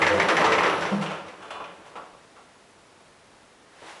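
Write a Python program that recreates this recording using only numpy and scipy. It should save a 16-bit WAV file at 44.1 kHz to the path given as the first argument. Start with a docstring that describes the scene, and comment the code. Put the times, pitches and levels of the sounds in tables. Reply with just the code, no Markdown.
"""Inside the cabin of a small lift, one microphone close to the metal doors. The panels clack in their
guides while the rollers rumble and whine along the track, until a rubber stop halts the doors with a
low boom. The lock gear settles in a few soft knocks. Quiet ventilation remains, and near the end
something brushes softly past."""
import sys
import numpy as np
from scipy import signal
from scipy.fft import rfft, irfft, next_fast_len
from scipy.io import wavfile
from scipy.ndimage import map_coordinates

SR = 44100
rng = np.random.default_rng(int(sys.argv[2]) if len(sys.argv) > 2 else 0)


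def inscribe(sig):
    """Save sig as 16-bit PCM at rate SR to the path in sys.argv[1].

    A 1-D sig is mono; a 2-D sig holds one channel per row.
    Samples are clipped to [-1, 1] before scaling.
    """
    pcm = np.round(np.clip(np.atleast_2d(sig).T, -1, 1) * 32767)
    wavfile.write(sys.argv[1], SR, pcm.astype(np.int16))


N = 176400
TOP_HZ = 11100
# Tone of a struck door panel. Each row: frequency in Hz, relative level in dB.
PANEL_SPECTRUM = [(60, -32), (150, -9), (260, -17), (400, -0.5), (1000, 2.5), (1450, -3), (2000, -2.5),
                  (2700, -6), (4000, -15), (5200, -21.5), (5900, -18.5), (6800, -31), (7500, -25),
                  (8300, -38.5), (11000, -39.5)]


def panel_clacks():
    """Loose door panels strike their guides; each spot has its own clank, and the sheets ring on."""
    # Each row: start in seconds, level in dB, brightness in dB per octave, the spot's resonance in Hz.
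    strikes = [(0.0183, -16, 2, 2060), (.066, -17.5, 2.5, 1750), (.083, -34, -9, 1750),
               (0.1987, -17.5, 2.5, 2015), (.286, -18.5, 3.5, 1340), (.301, -20, -1.5, 1750),
               (0.3677, -18, 3, 1930), (.408, -22, 1.2, 1100), (.443, -19.5, 3.5, 980),
               (.45, -17.5, -2.5, 970), (.464, -19, -0.5, 990), (0.5209, -18.5, 3, 2050),
               (.534, -24.5, 2, 2020), (.5826, -20, 0.5, 2120), (.607, -21, -2, 1020),
               (.634, -18.5, 1, 1310), (.661, -20, 1, 1160), (.698, -27.5, 1.5, 2920), (.808, -35, 8, 1310),
               (.823, -26.5, 2, 1510), (.853, -25.5, 2, 970), (1.012, -35, 5, 1260),
               (1.062, -34.5, 1.5, 3010), (1.103, -39.5, 4, 2400), (1.155, -43, -1, 3000),
               (1.283, -43, 6, 2170), (1.642, -41.5, 1.5, 2800)]
    # Long ring of the sheets. Each row: frequency in Hz, relative level in dB, t60 in seconds.
    sheet_modes = [(316, -7.5, 0.77), (392.4, -0.5, 0.82), (510, -4.5, 0.81), (574, -3.5, 0.56),
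                   (679, -9, 0.69), (803.4, -1.5, 1), (902, -1, 0.49), (1052, -0.5, 1), (1206, -5, 0.67),
                   (1316, 0, 0.56), (1761, -2, 0.45), (1965, -4.5, 0.38), (2046, -2, 0.35)]
    spot_db, spot_octaves = 9, 0.2  # height and half width of the spot's resonance
    hz = np.geomspace(40, 12000, 300)
    out = np.zeros(N)
    for start, db, tilt, spot_hz in strikes:
        resonance = spot_db * np.exp(-.5 * (np.log2(hz / spot_hz) / spot_octaves) ** 2)
        spectrum = np.c_[hz, along(PANEL_SPECTRUM, hz) + resonance]
        contact = impact(crack_db=-2.5, crack_t60=0.012, body_t60=0.14, room_db=-8.5, spiky=0.18)
        add(out, start, amp(db) * coloured(contact, spectrum, tilt))
        add(out, start, amp(db - 16.5) * loose_ring(sheet_modes, attack_s=0.004))
    return out


def roller_rumble():
    """Dense small jolts from the track excite the cabin's resonances and its lowest wall mode."""
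    # Loudness of the rollers, then of the wall mode. Each row: time in seconds, level in dB.
    roller_levels = [(0, -23), (.04, -21), (.15, -23), (.26, -23.5), (.32, -22.5), (.36, -25.5), (.40, -20),
                     (.48, -23.5), (.57, -23), (.69, -24.5), (.77, -27), (.91, -27.5), (1.0, -31),
                     (1.16, -35), (1.25, -42), (1.4, -44.5), (1.7, -46), (1.9, -50.5), (2.3, -62),
                     (2.6, -92)]
    wall_levels = [(0, -44), (.08, -45.5), (.12, -38.5), (.2, -41), (.24, -46), (.31, -62), (.41, -52),
                   (.47, -42.5), (.59, -48.5), (.68, -58), (.79, -44), (.9, -59), (1.1, -58), (1.35, -68.5),
                   (2.3, -78.5)]
    # Grit of the track. Each row: frequency in Hz, relative level in dB.
    track_spectrum = [(140, -42), (230, -7.5), (523, -1), (711, -8), (1010, -6), (1490, -9), (1750, -10),
                      (2130, -18), (2890, -18.5), (4610, -35.5), (5690, -41), (8790, -58), (11000, -61)]
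    # Cabin resonances. Each row: centre in Hz, width in Hz, relative level in dB.
    cabin_modes = [(140, 6.3, -29), (172.7, 7, -1), (185.7, 6.6, -1), (197, 5, 1.5), (250.8, 7.3, -7),
                   (324.3, 20, 1.5), (389.3, 5.7, 3.5), (455.3, 9.5, 3), (517, 5.7, 4), (574, 24, 0),
                   (664, 12, -3.5), (905, 11, -0.5), (1040, 20, -6)]

    def jolts():
        return rng.standard_normal(N) * amp(1.56 * wobble(60.14) + 1.6 * wobble(250))

    def cabin(f):
        return sum(amp(db) * 1j * f * width / (centre ** 2 - f ** 2 + 1j * f * width)
                   for centre, width, db in cabin_modes)

    grit = unit(filtered(jolts(), lambda f: amp(along(track_spectrum, f)) * f * f / (f * f + 240 ** 2)))
    body = unit(filtered(jolts(), cabin))
    wall = np.sin(wavering_phase(91.8, drift_hz=2, rate=21.8)) * amp(2.8 * wobble(24.95))
    return level(roller_levels) * (amp(-4) * grit + amp(-7) * body) + level(wall_levels) * unit(wall)


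def stop_boom():
    """The door booms on the rubber stop, its pitch sagging as the rubber relaxes; the seal damps it."""
    # Each row: start in seconds, level in dB.
    bumps = [(.916, -17.2), (.9847, -20.2)]
    # Low modes of the door. Each row: frequency in Hz, relative level in dB, t60 in seconds.
    door_modes = [(160.5, -11.2, .58), (189.9, -12.2, .62), (198.4, 0, .7), (313, -18, .25), (519, -15, .2)]
    seal_s, seal_db_per_s = 1.15, 35
    out = np.zeros(N)
    for start, db in bumps:
        add(out, start, amp(db) * ring(door_modes, attack_s=.012, sag=.044))
    return out * amp(-seal_db_per_s * np.maximum(np.arange(N) / SR - seal_s, 0))


def lock_knocks():
    """Dull knocks of the lock gear ring the frame; the harder ones also ring a steel bar."""
    # Each row: start in seconds, level in dB, brightness in dB per octave, the bar's relative level
    # in dB, attack in seconds.
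    knocks = [(1.016, -26.5, 2, -39, 0.0071), (1.107, -30, 0, -46, 0.0022),
              (1.182, -35.5, -2.5, -69, 0.0025), (1.261, -44, 3.5, -70, 0.0033),
              (1.416, -35, 1.5, -48, 0.016), (1.505, -33, 1.6, -39.5, 0.00069),
              (1.545, -35.5, -2.5, -50.5, 0.0028), (1.601, -33.5, -4, -47, 0.0017),
              (1.713, -57, 8, -66, 0.0035), (1.848, -42.5, 4.5, -66, 0.014), (1.954, -34, -.3, -63, 0.0038),
              (1.974, -38.5, -4, -85, .003), (2.02, -49, -1, -79, 0.0021), (2.125, -46.5, -9, -83, 0.0082),
              (2.358, -46, 0, -80, 0.0051), (2.38, -49, -5, -83, 0.0067)]
    # Tone of the gear. Each row: frequency in Hz, relative level in dB.
    lock_spectrum = [(60, -20), (150, -16.5), (300, -9.5), (550, 3), (1300, 2.5), (1650, -6.5),
                     (2150, -8.5), (2900, -9), (4200, -21), (7000, -26.5), (11000, -35)]
    # Door frame and lock bar. 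Each row: frequency in Hz, relative level in dB, t60 in seconds.
    frame_modes = [(185.5, -9, 0.41), (248, -16, 0.55), (306, -9, 0.5), (444, -2.5, 0.68), (572, 0.5, 0.64),
                   (740, -1, 0.43), (862, 1, 0.43), (997, 0.5, 0.45), (1133, 7, 0.31), (1293, -1, 0.34),
                   (1378, 1, 0.42)]
    bar_modes = [(2439, -1, .7), (2490, -2, .7), (2706, -1, .5), (2942, 0, .6), (3197, -1, .45),
                 (3478, -7, .6), (4091, -8.5, .7), (4393, -16, .57)]
    out, t = np.zeros(N), np.arange(SR) / SR
    for start, db, tilt, bar_db, attack_s in knocks:
        contact = impact(crack_db=-2, crack_t60=0.034, body_t60=0.19, room_db=-8.5, spiky=0.3)
        contact *= 1 - np.exp(-t / attack_s)
        add(out, start, amp(db) * coloured(contact, lock_spectrum, tilt))
        add(out, start, amp(db - 16) * loose_ring(frame_modes, attack_s=0.0038))
        add(out, start, amp(bar_db - 8.5) * loose_ring(bar_modes, attack_s))
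    return out


def roller_groans():
    """A roller sticks and sings for a moment."""
    # Each row: start in seconds, length in seconds, pitch in Hz, level in dB.
    groans = [(.1, 0.094, 505.3, -20.5), (0.438, 0.19, 446.6, -25.5)]
    out = np.zeros(N)
    for start, length, hz, db in groans:
        n = int(length * SR)
        swell = np.sin(np.pi * np.arange(n) / n)
        tone = np.sin(wavering_phase(hz, drift_hz=4, rate=76)[:n])
        add(out, start, amp(db) * swell * tone)
    return out


def door_whine():
    """A thin wavering whine shifts between a note and its octave while the doors run."""
    # Each row: time in seconds, level of the note in dB, level of its octave in dB.
    levels = [(0, -59, -60), (.12, -57, -66), (.16, -64, -75), (.33, -52, -60), (.58, -66, -71),
              (.68, -70, -59), (.82, -56, -59), (.98, -62, -84), (1.15, -90, -100)]
    phase = wavering_phase(5489, drift_hz=3, rate=26.6)
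    note = unit(np.sin(phase) * amp(2.5 * wobble(31)))
    octave = unit(np.sin(2 * phase) * amp(3 * wobble(12.7)))
    note *= level([(s, db) for s, db, _ in levels])
    octave *= level([(s, db) for s, _, db in levels])
    return note + octave


def brush_past():
    """Something brushes past: a dull nudge, then a soft swish that swells and fades."""
    # Tone of the swish. Each row: frequency in Hz, relative level in dB.
    swish_spectrum = [(71, -64), (120, -36), (192, -5.5), (286, -28), (320, 1.5), (358, -18), (393, -3.5),
                      (884, -1), (1950, -3), (10800, -22.5)]
    nudge_s, peak_s, rise_db_per_s, fall_db_per_s = 3.82, 3.89, 103, 45
    t = np.arange(N) / SR - peak_s
    swell_db = np.minimum(rise_db_per_s * t, -fall_db_per_s * t)
    out = amp(-43 + swell_db + 0.64 * wobble(50)) * hiss(swish_spectrum)
    nudge = impact(crack_db=-26, crack_t60=.02, body_t60=0.22, room_db=-6, spiky=.1)
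    add(out, nudge_s, amp(-43) * coloured(nudge, PANEL_SPECTRUM, tilt=-5.5))
    return out


def ventilation():
    """Steady air with faint unsteady fan tones, behind everything else."""
    # The air's rush and the fan's tones. Each row: frequency in Hz, level in dB (relative for the air).
    air_spectrum = [(15, -36), (25, -3), (64, -6.5), (91, -3), (272, -0.5), (294, -2.5), (317, 0),
                    (489, -0.5), (527, -1.5), (995, -2.5), (1220, -4.5), (1700, -6), (2970, -11),
                    (4020, -13), (10800, -20.5)]
    fan_tones = [(500.6, -69), (672.9, -69.5)]
    fan = sum(amp(db) * np.sin(wavering_phase(hz, drift_hz=2, rate=5.4)) for hz, db in fan_tones)
    return amp(-54.5 + 0.57 * wobble(6.24)) * hiss(air_spectrum) + fan


def impact(crack_db, crack_t60, body_t60, room_db, spiky):
    """A crack, the dense short ring of sheet metal with near walls, and the cabin's tail."""
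    # Reverberation of the cabin. Each row: frequency in Hz, t60 in seconds.
    cabin_decay = [(100, 0.33), (500, 0.68), (2000, 0.66), (5000, 0.84), (11000, 0.51)]
    t = np.arange(SR) / SR
    crack, body, room, spikes = rng.standard_normal((4, SR))
    crack *= amp(crack_db - 60 * t / crack_t60)
    body = unit(body * np.exp(spiky * np.repeat(spikes, 32)[:SR])) * amp(-60 * t / body_t60)
    hz, times, bands = signal.stft(room, SR, nperseg=256)
    bands *= amp(-60 * times / along(cabin_decay, hz)[:, None])
    tail = signal.istft(bands, SR, nperseg=256)[1][:SR]
    return crack + body + amp(room_db) * tail * (1 - np.exp(-t / 0.0061))


def ring(modes, attack_s, sag=0):
    """One second of decaying modes, whose pitch falls by the share sag per second."""
    t = np.arange(SR) / SR
    slowed = t - sag * t * t / 2
    tones = sum(amp(db - 60 * t / t60) * np.sin(2 * np.pi * hz * slowed) for hz, db, t60 in modes)
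    return (1 - np.exp(-t / attack_s)) * tones


def loose_ring(modes, attack_s):
    """Modes that each start a little late and at a level of their own."""
    out = np.zeros(SR)
    for hz, db, t60 in modes:
        delay_s = 0.004984 * rng.random()
        add(out, delay_s, ring([(hz, db + rng.normal(0, 3.2), t60)], attack_s))
    return out


def coloured(x, spectrum, tilt, size=2048):
    """x through a minimum-phase filter of unit energy: the spectrum, tilted in dB per octave."""
    hz = np.fft.rfftfreq(size, 1 / SR)
    gain = amp(along(spectrum, hz) + tilt * np.log2((hz + 100) / 1500))
    cepstrum = irfft(np.log(gain))
    cepstrum[1:size // 2] *= 2  # folded forward, so nothing sounds before the strike
    cepstrum[size // 2 + 1:] = 0
    impulse = irfft(np.exp(rfft(cepstrum)))
    return signal.fftconvolve(x, impulse / np.linalg.norm(impulse))[:len(x)]


def hiss(spectrum):
    """Coloured noise of rms 1."""
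    return unit(filtered(rng.standard_normal(N), lambda f: amp(along(spectrum, f)) * (f < TOP_HZ)))


def filtered(x, response):
    """x through a response given as a function of Hz."""
    size = next_fast_len(len(x) + SR // 2)
    return irfft(rfft(x, size) * response(np.fft.rfftfreq(size, 1 / SR)), size)[:len(x)]


def wavering_phase(hz, drift_hz, rate):
    """Phase of a tone whose pitch wanders about hz."""
    return 2 * np.pi * np.cumsum(hz + drift_hz * wobble(rate)) / SR


def wobble(rate):
    """A smooth random curve, rate knots a second."""
    return map_coordinates(rng.standard_normal(4096), [np.arange(N) * rate / SR], mode="wrap")


def along(points, hz):
    """Interpolate (Hz, value) points on a log axis."""
    knots_hz, values = np.transpose(points)
    return np.interp(np.log(hz + 1), np.log(knots_hz + 1), values)


def level(points):
    """Gain per sample from (seconds, dB) points."""
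    return amp(np.interp(np.arange(N) / SR, *np.transpose(points)))


def amp(db):
    """Decibels to gain."""
    return 10 ** (np.asarray(db) / 20)


def unit(x):
    """Scale to rms 1."""
    return x / np.sqrt(np.mean(x ** 2) + 1e-20)


def add(out, start_s, x):
    """Mix x into out from start_s on."""
    i = max(0, round(start_s * SR))
    out[i:i + len(x)] += x[:len(out[i:])]


def scene():
    """Everything heard in the cabin, in mono."""
    running = panel_clacks() + roller_rumble() + roller_groans() + door_whine()
    return (running + stop_boom() + lock_knocks() + brush_past() + ventilation())[None]


def record(dry):
    """The microphone thins the deep bass and passes nothing above its band limit."""
    low_cut_hz = 53
    return np.array([filtered(x, lambda hz: (hz < TOP_HZ) * hz / np.hypot(hz, low_cut_hz)) for x in dry])


dry = scene()
out = record(dry)
inscribe(out)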